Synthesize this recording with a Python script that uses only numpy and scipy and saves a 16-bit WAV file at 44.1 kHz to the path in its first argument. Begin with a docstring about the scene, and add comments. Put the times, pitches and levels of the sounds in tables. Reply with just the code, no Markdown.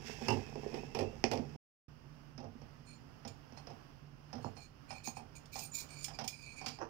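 """Stirring batter in a steel bowl

A steel spoon stirs thick batter, scraping and knocking on the bowl, whose ring the batter damps.
After a short silence a hand turns a chilli in the batter: the bowl rocks and bumps, the batter
squishes, and the handle of the resting spoon slides and clinks along the rim.
A quiet kitchen hums behind it all; the right microphone hears most."""
import sys
import numpy as np
from scipy import signal
from scipy.fft import rfft, irfft, next_fast_len
from scipy.io import wavfile
from scipy.ndimage import uniform_filter1d, map_coordinates

SR = 44100
rng = np.random.default_rng(int(sys.argv[2]) if len(sys.argv) > 2 else 0)


def master(y):
    """Save y as 16-bit WAV."""
    cut = np.clip(np.atleast_2d(y).T, -1, 1)
    pcm = np.round(cut * 32767)  # scale
    wavfile.write(sys.argv[1], SR, pcm.astype(np.int16))


N = 303849
TIME_S = np.arange(N) / SR
STIR_END_S, CHILLI_START_S = 1.563, 1.883

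# Knocks on the bowl: start_s, level_db, extra_thud_db, hardness_db, loss_per_bounce_db
KNOCKS = [(0.283, -18.5, -2.5, 5.5, 2), (0.372, -28.5, 15, 8, 30), (0.556, -29, 6, -3, 9.5),
          (0.741, -28.5, 3.5, 6, 7), (0.948, -25, 1, 4.5, 4), (0.989, -24.5, 4, 5.5, 0.5),
          (1.2404, -11, -1, 3, 39), (1.314, -23, 0, 4.5, 2), (1.375, -27.5, 4, 3.5, 10.5),
          (2.378, -35.5, 3, 2.5, 3), (2.442, -35.5, 13, 4, 6.5), (2.617, -41, 5, 1, 9.5),
          (3.25, -33.5, 0, 0.5, 7), (3.523, -39.5, 8, 7, 18), (3.573, -38, -15, 2.5, 10),
          (3.67, -37, 0.5, 3.5, 10), (3.703, -35.5, -2.5, -6, 10.5), (4.329, -34.5, 2.5, 3.5, 1.5),
          (4.4455, -24.5, 0, -14.5, 13.5), (4.567, -42, -5, 2, 6), (4.906, -31, -13, 1, 7),
          (5.075, -27, -2.5, -3, 25), (5.169, -32, -9.5, -7.5, 6.5), (5.557, -29.5, -13, -0.5, 7),
          (6.082, -36, -14, 4, 3.5), (6.188, -28, -10.5, 3, 3), (6.613, -35, -8, -3, 1),
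          (6.664, -29, -13, 13.5, 8), (6.788, -35.5, -2, -1.5, 16)]
def bounces():
    """Each knock bounces, weaker and duller each time. Yields start_s, level_db and four band levels."""
    scatter = rng.standard_normal((len(KNOCKS), 3))
    for (start_s, level_db, thud_db, hardness_db, loss_db), chance in zip(KNOCKS, scatter):
        crack_db, ring_db, gap_s = (-9, -11.5, 0.02) if start_s < STIR_END_S else (-8, -6, 0.025)
        for k in range(3):
            treble_db = hardness_db - 3.5 * k
            tone_db = np.array([thud_db + 2 * k, 0, crack_db + treble_db, ring_db + treble_db])
            hit_db = level_db - k * loss_db
            chatter_db = hit_db - 13.5 - 0.4 * loss_db  # a square hit bounces and chatters less
            if k == 0 or hit_db > -59:  # fainter bounces drown in the room
                hit_s = start_s + gap_s * (k + 0.1 * chance[k] * (k > 0))
                yield hit_s, hit_db, tone_db - tone_db.max() + chatter_db


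# The tone of a bare hit on the wall: pitch_hz, level_db
HIT_TONE = [(41, -46), (70, -11.5), (96, 6), (173, -7.5), (227, 6), (284, -3.5), (399, -3), (572, -10),
            (822, -9.5), (1150, -46.5), (2540, -16.5), (3820, -22), (5240, -11), (9220, -42), (15500, -49)]
# The bowl's modes (the notes it rings at): pitch_hz, width_hz, level_db
LOADED_BOWL_MODES = [(108, 13, -14), (259, 33, 3.5), (376, 30, -1.5), (875, 59, 7), (1684.8, 17, -31),
                     (2560, 12, -9.5), (2712, 30, 2.5), (2940, 42, -3.5), (4930, 59, -30), (5160, 27, -9),
                     (5482, 21, -19.5)]  # batter piled on one side
HELD_BOWL_MODES = [(103, 10, -28), (420.3, 124, 8.5), (803, 129, 10), (1680, 13, -28.5), (1840, 270, -13.5),
                   (2495, 94, -2.5), (2810, 230, -15), (3600, 37, -15.5), (4700, 20, -27.5),
                   (5670, 24, -14), (7300, 82, -23)]  # held for stirring
RESTING_BOWL_MODES = [(101, 3.9, -10), (237, 46, 6), (429, 21, -9), (775, 150, 3.5), (2020, 31, -24),
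                      (2484, 65.26, -15), (2730, 15, -11), (3160, 19.12, -9.5), (4850, 66, -85),
                      (5130, 17, -10), (5115, 250, -3), (5930, 180, -10)]  # left standing
# The four bands of a knock (thud, clonk, crack, ring): low_hz, high_hz
KNOCK_BANDS = [(60, 520), (520, 1250), (1250, 3700), (3700, 16000)]
def bowl_knocks():
    """A hard push, then chatter that shakes the bowl; the batter damps the high notes first."""
    out, t = np.zeros(N), np.arange(SR // 4) / SR
    impulse = 1. * (t == 0)
    push = filtered(impulse, lambda hz: colour(HIT_TONE, hz))

    def struck_wall(modes, damping, push_db):
        return filtered(impulse, lambda hz: resonances(modes, hz, damping)) + amp(push_db) * push

    loaded = struck_wall(LOADED_BOWL_MODES, damping=1.03, push_db=-2.5)
    held = struck_wall(HELD_BOWL_MODES, damping=1.29, push_db=-1.5)
    resting = struck_wall(RESTING_BOWL_MODES, damping=0.79, push_db=-5)
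    # One row for each band: gain_db, chatter, fade_s, snap_db
    band_settings = [(-0.5, 0.11, 0.15, 0.63), (-5, 0.084, 0.16, 1),
                     (-4.5, 0.21, 0.11, 2), (-3, 0.54, 0.053, 0.5)]
    for start_s, level_db, bands_db in bounces():
        wall = loaded if start_s < 0.5 else held if start_s < STIR_END_S else resting
        short_ring = wall * amp(-60 * t / 0.15)
        body, snap = 0, 0
        for band_db, (low_hz, high_hz), settings in zip(bands_db, KNOCK_BANDS, band_settings):
            gain_db, chatter, fade_s, snap_db = settings
            shaken = signal.fftconvolve(blow(t, chatter, fade_s), wall)[:len(t)]
            ring = band(shaken, low_hz, high_hz)
            body += amp(band_db + gain_db) * ring / np.std(ring[:SR // 50])
            snap += amp(band_db + snap_db) * unit(band(short_ring, low_hz, min(high_hz, 6500), order=2))
        snap_peak = max(amp(level_db - 3) - np.max(np.abs(body)), 0)  # a square hit tops its chatter
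        add(out, start_s, body + snap_peak * snap / np.max(np.abs(snap)))
    return out


# Turns of the spoon: hardest_push_s, level_db
SPOON_TURNS = [(0.11, -57), (0.36, -42.5), (0.758, -44.5), (1.04, -54.5), (1.4, -56)]
# The spoon's first long drag over the steel: time_s, level_db
FIRST_DRAG = [(0.028, -83), (0.064, -52), (0.122, -55), (0.184, -68.5), (0.21, -59), (0.282, -56)]
# The tones of churned batter and of scraped steel: pitch_hz, level_db
CHURN_TONE = [(100, -23), (170, -23), (182, -18.5), (225, 4.5), (291, -12), (376, -4.5), (411, 2),
              (569, -15), (789, -5.5), (1090, -18), (1400, -51), (1820, -46), (3080, -120)]
SCRAPE_TONE = [(650, -50), (1100, -18.5), (1480, -7.5), (1680, -1), (1810, -2.5), (2310, -3.5),
               (2550, -6.5), (3110, -2), (4110, -10.5), (5420, 3.5), (5850, -3), (7470, -11.5),
               (8720, -21.5), (12300, -22), (15500, -25)]
def spoon_stirring(rise_s=0.13, fall_s=0.084, between_turns_db=-54.5):
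    """The spoon churns the batter in soft lumps; its tip rasps on the steel and makes the bowl ring."""
    swells = sum(amp(db) * np.exp(np.minimum((TIME_S - push_s) / rise_s, (push_s - TIME_S) / fall_s))
                 for push_s, db in SPOON_TURNS)
    churn_db = 20 * np.log10(np.hypot(swells, amp(between_turns_db)))
    churn = friction(CHURN_TONE, slips_per_s=500, spread_db=5.5)
    bowl_boost = lambda hz: 1 + amp(2.5) * np.abs(resonances(HELD_BOWL_MODES, hz, damping=5.3))
    steel = lambda hz: colour(SCRAPE_TONE, hz) * bowl_boost(hz)
    rasp = unit(filtered(slips(slips_per_s=7000, spread_db=3.5), steel))
    whine = amp(3 * wobble(25)) * singing(2600 * (1 + 0.025 * wobble(18)), width_hz=220)
    scrape = unit(rasp + 0.55 * whine)
    # The scrape fades as batter coats the bowl, and swells with each turn.
    scrape_db = -62.5 - 4.5 * TIME_S + 0.59 * (churn_db - between_turns_db)
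    drag_db, = curves(FIRST_DRAG)
    force = (amp(scrape_db) + touching(FIRST_DRAG) * amp(drag_db)) * amp(wobble(53))
    return (amp(churn_db - 4.5) * churn + force * scrape) * (TIME_S < STIR_END_S)


# Slides of the handle: start_s, length_s, level_db, lean_to_second_mode_db, rasp_db
SLIDES = [(2.851, 0.094, -63, 11, -2), (3.556, 0.031, -66.5, 16, -0.5), (4.406, 0.067, -68, 16, 3.5),
          (4.553, 0.1, -61.5, 10.5, -1), (4.879, 0.11, -60, 2, -1.5), (5.034, 0.051, -53, -1, 7.5),
          (5.142, 0.043, -61.5, -2, 3.5), (5.346, 0.016, -61.5, -11, 9), (5.516, 0.14, -57, 1.5, 9.5),
          (5.726, 0.09, -56, 0, 12), (5.881, 0.13, -57, 4, 0.5), (6.009, 0.035, -56, 13.5, 5.5),
          (6.13, 0.022, -51.5, 12, -5), (6.312, 0.23, -57, 2, -3.5), (6.553, 0.07, -54, 1, -4.5),
          (6.634, 0.12, -59, 15.5, -4)]
# The handle's two lowest modes as the touching point moves: time_s, first_hz, second_hz
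HANDLE_PITCHES = [(5.6, 2520, 4670), (5.726, 2416, 4180), (5.826, 2315, 4250), (6.034, 2420, 4720),
                  (6.29, 2370, 4930), (6.39, 2418, 4870), (6.484, 2420, 4336), (6.66, 2370, 4640)]
# The high modes of the handle on the rim: pitch_hz, width_hz, level_db
RIM_MODES = [(5260, 260, -18.5), (5980, 110, -14), (6520, 93, -5.5), (6980, 37, 5.5), (8740, 250, -6),
             (12160, 92, -19), (14560, 46, 1), (14300, 87, -11.5)]
# The tone of the gritty rubbing: pitch_hz, level_db
GRIT_TONE = [(2180, -30), (3700, -8.5), (4180, 0), (6310, -5), (7000, -1.5), (7860, -9), (9000, -8),
             (9560, -12.5), (10500, -16.5), (11400, -10), (12300, -22.5), (14400, -13), (15300, -6.5),
             (16000, -29.5)]
# A hard slide locks into a squeal: time_s, pitch_hz, level_db
SQUEAL = [(5.715, 7120, -56), (5.731, 7000, -51), (5.751, 7070, -45), (5.785, 7200, -52), (5.83, 6940, -76)]
def handle_slides():
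    """The handle sticks and slips on the rim; its notes shift and swell as the touching point moves."""
    first_hz, second_hz = curves(HANDLE_PITCHES)
    unmoved = TIME_S < HANDLE_PITCHES[0][0]  # the handle lies at one spot until the hand shifts it
    first = singing(np.where(unmoved, 2420, first_hz), width_hz=300) * amp(2.5 * wobble(22))
    second = np.where(unmoved, singing(4280, width_hz=260), singing(second_hz, width_hz=500))
    drift = 1 + 0.01 * wobble(22)
    rim = sum(amp(db + 5 * wobble(28)) * np.sqrt(width_hz) * singing(hz * drift, width_hz + 0.036 * hz)
              for hz, width_hz, db in RIM_MODES)
    grit = friction(GRIT_TONE, slips_per_s=3200, spread_db=1.5)
    rasp = unit(unit(rim) + 0.8 * grit)
    sizzle = filtered(rasp, lambda hz: hz > 10000)
    out = np.zeros(N)
    for start_s, length_s, level_db, lean_db, rasp_db in SLIDES:
        ease_db = 5 * np.clip(TIME_S - start_s, 0, length_s)  # the hand eases off along a slide
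        gain = amp(level_db - ease_db) * stroke(start_s, length_s, rise_s=0.024, fall_s=0.015)
        force = np.minimum((gain * amp(rasp_db + 46)) ** 0.74, 1.3)
        rubbing = rasp + (force - 1) * sizzle  # only hard slides wake the highest modes
        notes = amp(-lean_db / 2 - 2.5) * first + amp(lean_db / 2 - 10) * second
        out += gain * (notes + amp(rasp_db - 4) * rubbing)
    squeal_hz, squeal_db = curves(SQUEAL)
    out += touching(SQUEAL) * amp(squeal_db - 3) * singing(squeal_hz, width_hz=340)
    return out * amp(1.8 * wobble(130))  # the level flickers


# Taps of the handle on the rim: start_s, level_db, brightness_db
CLINKS = [(3.2768, -36, -11), (3.572, -61, -25), (5.457, -45.5, -12.5), (5.5902, -30, -2),
          (6.0433, -23, -5), (6.2416, -35, -12), (6.2776, -22, -6.5), (6.6614, -25.5, -19),
          (6.683, -28.5, -18)]
# The tone of one tap: pitch_hz, level_db
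TAP_TONE = [(820, -29), (1400, -21), (1820, -27.5), (2430, -3.5), (3430, -3.5), (3840, -9), (5160, 4.5),
            (6330, -3), (7080, 4.5), (7600, -7.5), (9040, -2), (9910, -27), (13200, -23), (15200, -5.5),
            (16000, -32)]
def handle_clinks():
    """The handle taps the rim and buzzes to rest; sharper taps are brighter."""
    out, t = np.zeros(N), np.arange(SR // 5) / SR
    handle = lambda hz: resonances([(2420, 200, 8.5), (4100, 19.33, 5)], hz, damping=0.33)
    modes = lambda hz: resonances(RIM_MODES, hz, damping=0.99) + handle(hz)
    for start_s, level_db, brightness_db in CLINKS:
        force = blow(t, chatter=0.3, fade_s=0.062)
        ring = filtered(force, lambda hz: colour(TAP_TONE, hz) + amp(-1.5) * modes(hz))
        clink = unit(band(ring, 1700, 5030)) + amp(brightness_db + 6) * unit(band(ring, 6800, 15000))
        add(out, start_s, amp(level_db - 6.5) * clink / np.max(np.abs(clink)))
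    return out


# Air pockets closing in the batter: start_s, level_db, final_pitch_hz
PLOPS = [(0.578, -52, 251), (0.663, -28.5, 410), (0.802, -41, 384), (1.129, -43, 518), (1.396, -28.5, 237),
         (2.554, -43, 237)]
def batter_plops(rise_s=0.00047, fade_s=0.058):
    """Air pockets ring briefly in the thick batter, their pitch sinking."""
    out, t = np.zeros(N), np.arange(SR // 8) / SR
    for start_s, level_db, final_pitch_hz in PLOPS:
        pitch_hz = final_pitch_hz * (1 + 0.15 * np.exp(-t / 0.0025))
        gain = amp(level_db - 1 - 60 * t / fade_s) * (1 - np.exp(-t / rise_s))
        add(out, start_s, gain * np.sin(2 * np.pi * np.cumsum(pitch_hz) / SR))
    return out


# The tone of squeezed batter: pitch_hz, level_db
SQUISH_TONE = [(180, -28), (300, -2), (675, -4), (808, -6), (968, -3.5), (1890, -17), (2120, -35),
               (2570, -22), (3790, -44), (5720, -22.5), (6500, -33), (8450, -63.5), (14300, -120)]
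def chilli_squish():
    """Wet batter crackles softly as the chilli is pushed in."""
    push = stroke(start_s=6.788, length_s=0.037, rise_s=0.028, fall_s=0.027)
    return amp(-45) * push * friction(SQUISH_TONE, slips_per_s=920, spread_db=1)


# How long the room's echo takes to fall by 60 dB: pitch_hz, fade_s
ECHO_FADES = [(150, 0.4), (1000, 0.19), (5000, 0.2), (14000, 0.18)]
def kitchen_echo(sound):
    """The walls throw the sound back; each pitch dies away at its own speed."""
    hz, t, noise = signal.stft(rng.standard_normal(SR // 2), SR, nperseg=256)
    tail = signal.istft(noise * amp(-60 * t / along(ECHO_FADES, hz)[:, None]), SR, nperseg=256)[1]
    delayed_tail = np.pad(tail / np.linalg.norm(tail), (SR // 150, 0))
    return signal.fftconvolve(sound, delayed_tail)[:N]


# The tones of the room's rumble and hiss: pitch_hz, level_db
RUMBLE_TONE = [(12, -39.5), (20, -5.5), (80, -6), (107, -11.5), (145, 4), (158, -5.5), (189, -13.5),
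               (252, -15), (340, -23.5), (400, -19.5), (520, -32), (880, -120)]
HISS_TONE = [(160, -33.5), (280, 4), (305, -4.5), (441, -8.5), (596, -8), (742, -8), (907, -8), (1310, -10),
             (2170, -17.5), (2360, -17.5), (2800, -14), (3910, -27.5), (5120, -16), (7790, -37),
             (15500, -33.5)]
# The notes of a humming appliance: pitch_hz, level_db
HUM_NOTES = [(107.7, -61), (145.3, -63), (236.9, -64.5)]
# How the background is shared between the sides: pitch_hz, left_minus_right_db
ROOM_BALANCE = [(60, -6.5), (110, -9.5), (200, -12.5), (380, -17.5), (700, -14.5), (1290, -21),
                (2380, -15.5), (4400, -18), (8120, -5), (15000, -4)]
def kitchen_background():
    """An appliance's wavering hum, a soft hiss and a low rumble that is louder during the stirring."""
    rumble_db = -59 + 6.5 * (TIME_S < STIR_END_S) - 0.3 * wobble(11)
    noise = rng.standard_normal(N) + 0.83 * rng.standard_normal((2, N))  # partly alike on both sides
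    rumble = amp(rumble_db) * unit(filtered(noise, lambda hz: amp(along(RUMBLE_TONE, hz))))
    hum = sum(amp(db - 6.5 + 3.6 * wobble(5.8)) * np.sin(2 * np.pi * hz * TIME_S + 1.2 * wobble(14))
              for hz, db in HUM_NOTES)
    hiss = unit(filtered(rng.standard_normal((2, N)), lambda hz: amp(along(HISS_TONE, hz))))
    left, right = rumble + hum + amp(-64.34 + 1.6 * wobble(5.78)) * hiss
    return microphones(left, right, ROOM_BALANCE)


def microphones(left, right, balance):
    """The left microphone is muffled; the two gains average to one."""
    share = lambda hz: 2 / (1 + amp(-along(balance, hz)))
    return np.array([filtered(left, share), filtered(right, lambda hz: 2 - share(hz))])


def blow(t, chatter, fade_s):
    """The force of a hit: one sharp push, then chatter that falls 60 dB in fade_s."""
    return (t == 0) + chatter * rng.standard_normal(len(t)) * amp(-60 * t / fade_s)


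def slips(slips_per_s, spread_db):
    """The force of rubbing: tiny slips at random moments and of uneven size."""
    moments = rng.random(N) < slips_per_s / SR
    return unit(moments * rng.standard_normal(N) * amp(spread_db * rng.standard_normal(N)))


def friction(tone, slips_per_s, spread_db):
    """The sound of rubbing: tiny slips shaped by a tone table."""
    return unit(filtered(slips(slips_per_s, spread_db), lambda hz: colour(tone, hz)))


def singing(pitch_hz, width_hz):
    """A mode kept ringing by rubbing: a restless note that follows pitch_hz."""
    phase = 2 * np.pi * np.cumsum(pitch_hz * np.ones(N)) / SR
    return unit(wobble(width_hz) * np.cos(phase) + wobble(width_hz) * np.sin(phase))


def stroke(start_s, length_s, rise_s, fall_s):
    """The gain of a stroke: it builds up, holds, then dies away."""
    t = TIME_S - start_s
    return np.clip(t / rise_s, 0, 1) * np.exp(-np.maximum(t - length_s, 0) / fall_s)


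def touching(rows):
    """1 between a table's first and last times, with short ramps to 0."""
    return np.clip(np.minimum(TIME_S - rows[0][0], rows[-1][0] - TIME_S) / 0.003, 0, 1)


def resonances(modes, hz, damping):
    """A filter that rings at each mode; damping scales the widths, and wider modes die sooner."""
    total = 0
    for k, (pitch_hz, width_hz, level_db) in enumerate(modes):
        loss = 1j * hz * width_hz * damping
        total += (-1) ** k * amp(level_db) * loss / (pitch_hz ** 2 - hz ** 2 + loss)
    return total


def colour(tone, hz):
    """A filter shaped like a tone table that never sounds before it is struck (minimum phase)."""
    cepstrum = irfft(np.log(amp(along(tone, hz)) + 1e-6))
    half = len(cepstrum) // 2
    cepstrum[1:half] *= 2
    cepstrum[half + 1:] = 0
    return np.exp(rfft(cepstrum))


def filtered(sound, response):
    """Multiply each frequency in a sound by response(hz)."""
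    size = sound.shape[-1]
    padded = 2 * next_fast_len(size // 2 + 4096)
    return irfft(rfft(sound, padded) * response(np.fft.rfftfreq(padded, 1 / SR)), padded)[..., :size]


def band(sound, low_hz, high_hz, order=3):
    """Keep what lies between two frequencies."""
    return signal.sosfilt(signal.butter(order, [low_hz, high_hz], "band", fs=SR, output="sos"), sound)


def wobble(points_per_s):
    """A smooth curve through random points."""
    points = rng.standard_normal(int(N * points_per_s / SR) + 4)
    return map_coordinates(points, [TIME_S * points_per_s])


def curves(rows):
    """One value per sample for each column after the time."""
    times_s, *columns = np.transpose(rows)
    return [np.interp(TIME_S, times_s, column) for column in columns]


def along(rows, hz):
    """Read between the rows of a (pitch_hz, value) table, on a log scale of pitch."""
    pitches_hz, values = np.transpose(rows)
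    return np.interp(np.log(hz + 1), np.log(pitches_hz + 1), values)


def add(track, start_s, sound):
    """Mix a sound into the track at start_s."""
    start = round(start_s * SR)
    track[start:start + len(sound)] += sound[:max(N - start, 0)]


def amp(db):
    """Turn decibels into a gain."""
    return 10 ** (np.asarray(db) / 20)


def unit(sound):
    """Scale to an average (rms) level of 1."""
    return sound / np.sqrt(np.mean(sound ** 2) + 1e-20)


# How the bowl's sound is shared between the sides: pitch_hz, left_minus_right_db
BOWL_BALANCE = [(100, -11.5), (400, -22), (950, -17), (1500, -37.5), (5000, -41.5), (7000, -36),
                (15000, -33)]
def scene():
    """Bowl, spoon and batter, close by in a small kitchen; the left side hears them a little later."""
    bowl = bowl_knocks() + batter_plops() + spoon_stirring()
    bowl += handle_slides() + handle_clinks() + chilli_squish()
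    delayed = np.pad(bowl, (SR // 3000, 0))[:N]
    left = amp(0.5) * delayed + amp(-11) * kitchen_echo(bowl)
    right = bowl + amp(-8) * kitchen_echo(bowl)
    return microphones(left, right, BOWL_BALANCE) + kitchen_background()


def record(dry):
    """The sound drops out between the two tasks, and the very highest treble is cut off."""
    audible = (TIME_S < STIR_END_S) | (TIME_S > CHILLI_START_S)
    gate = uniform_filter1d(1. * audible, size=128)
    return filtered(dry * gate, lambda hz: hz < 15800)


dry = scene()
out = record(dry)
master(out)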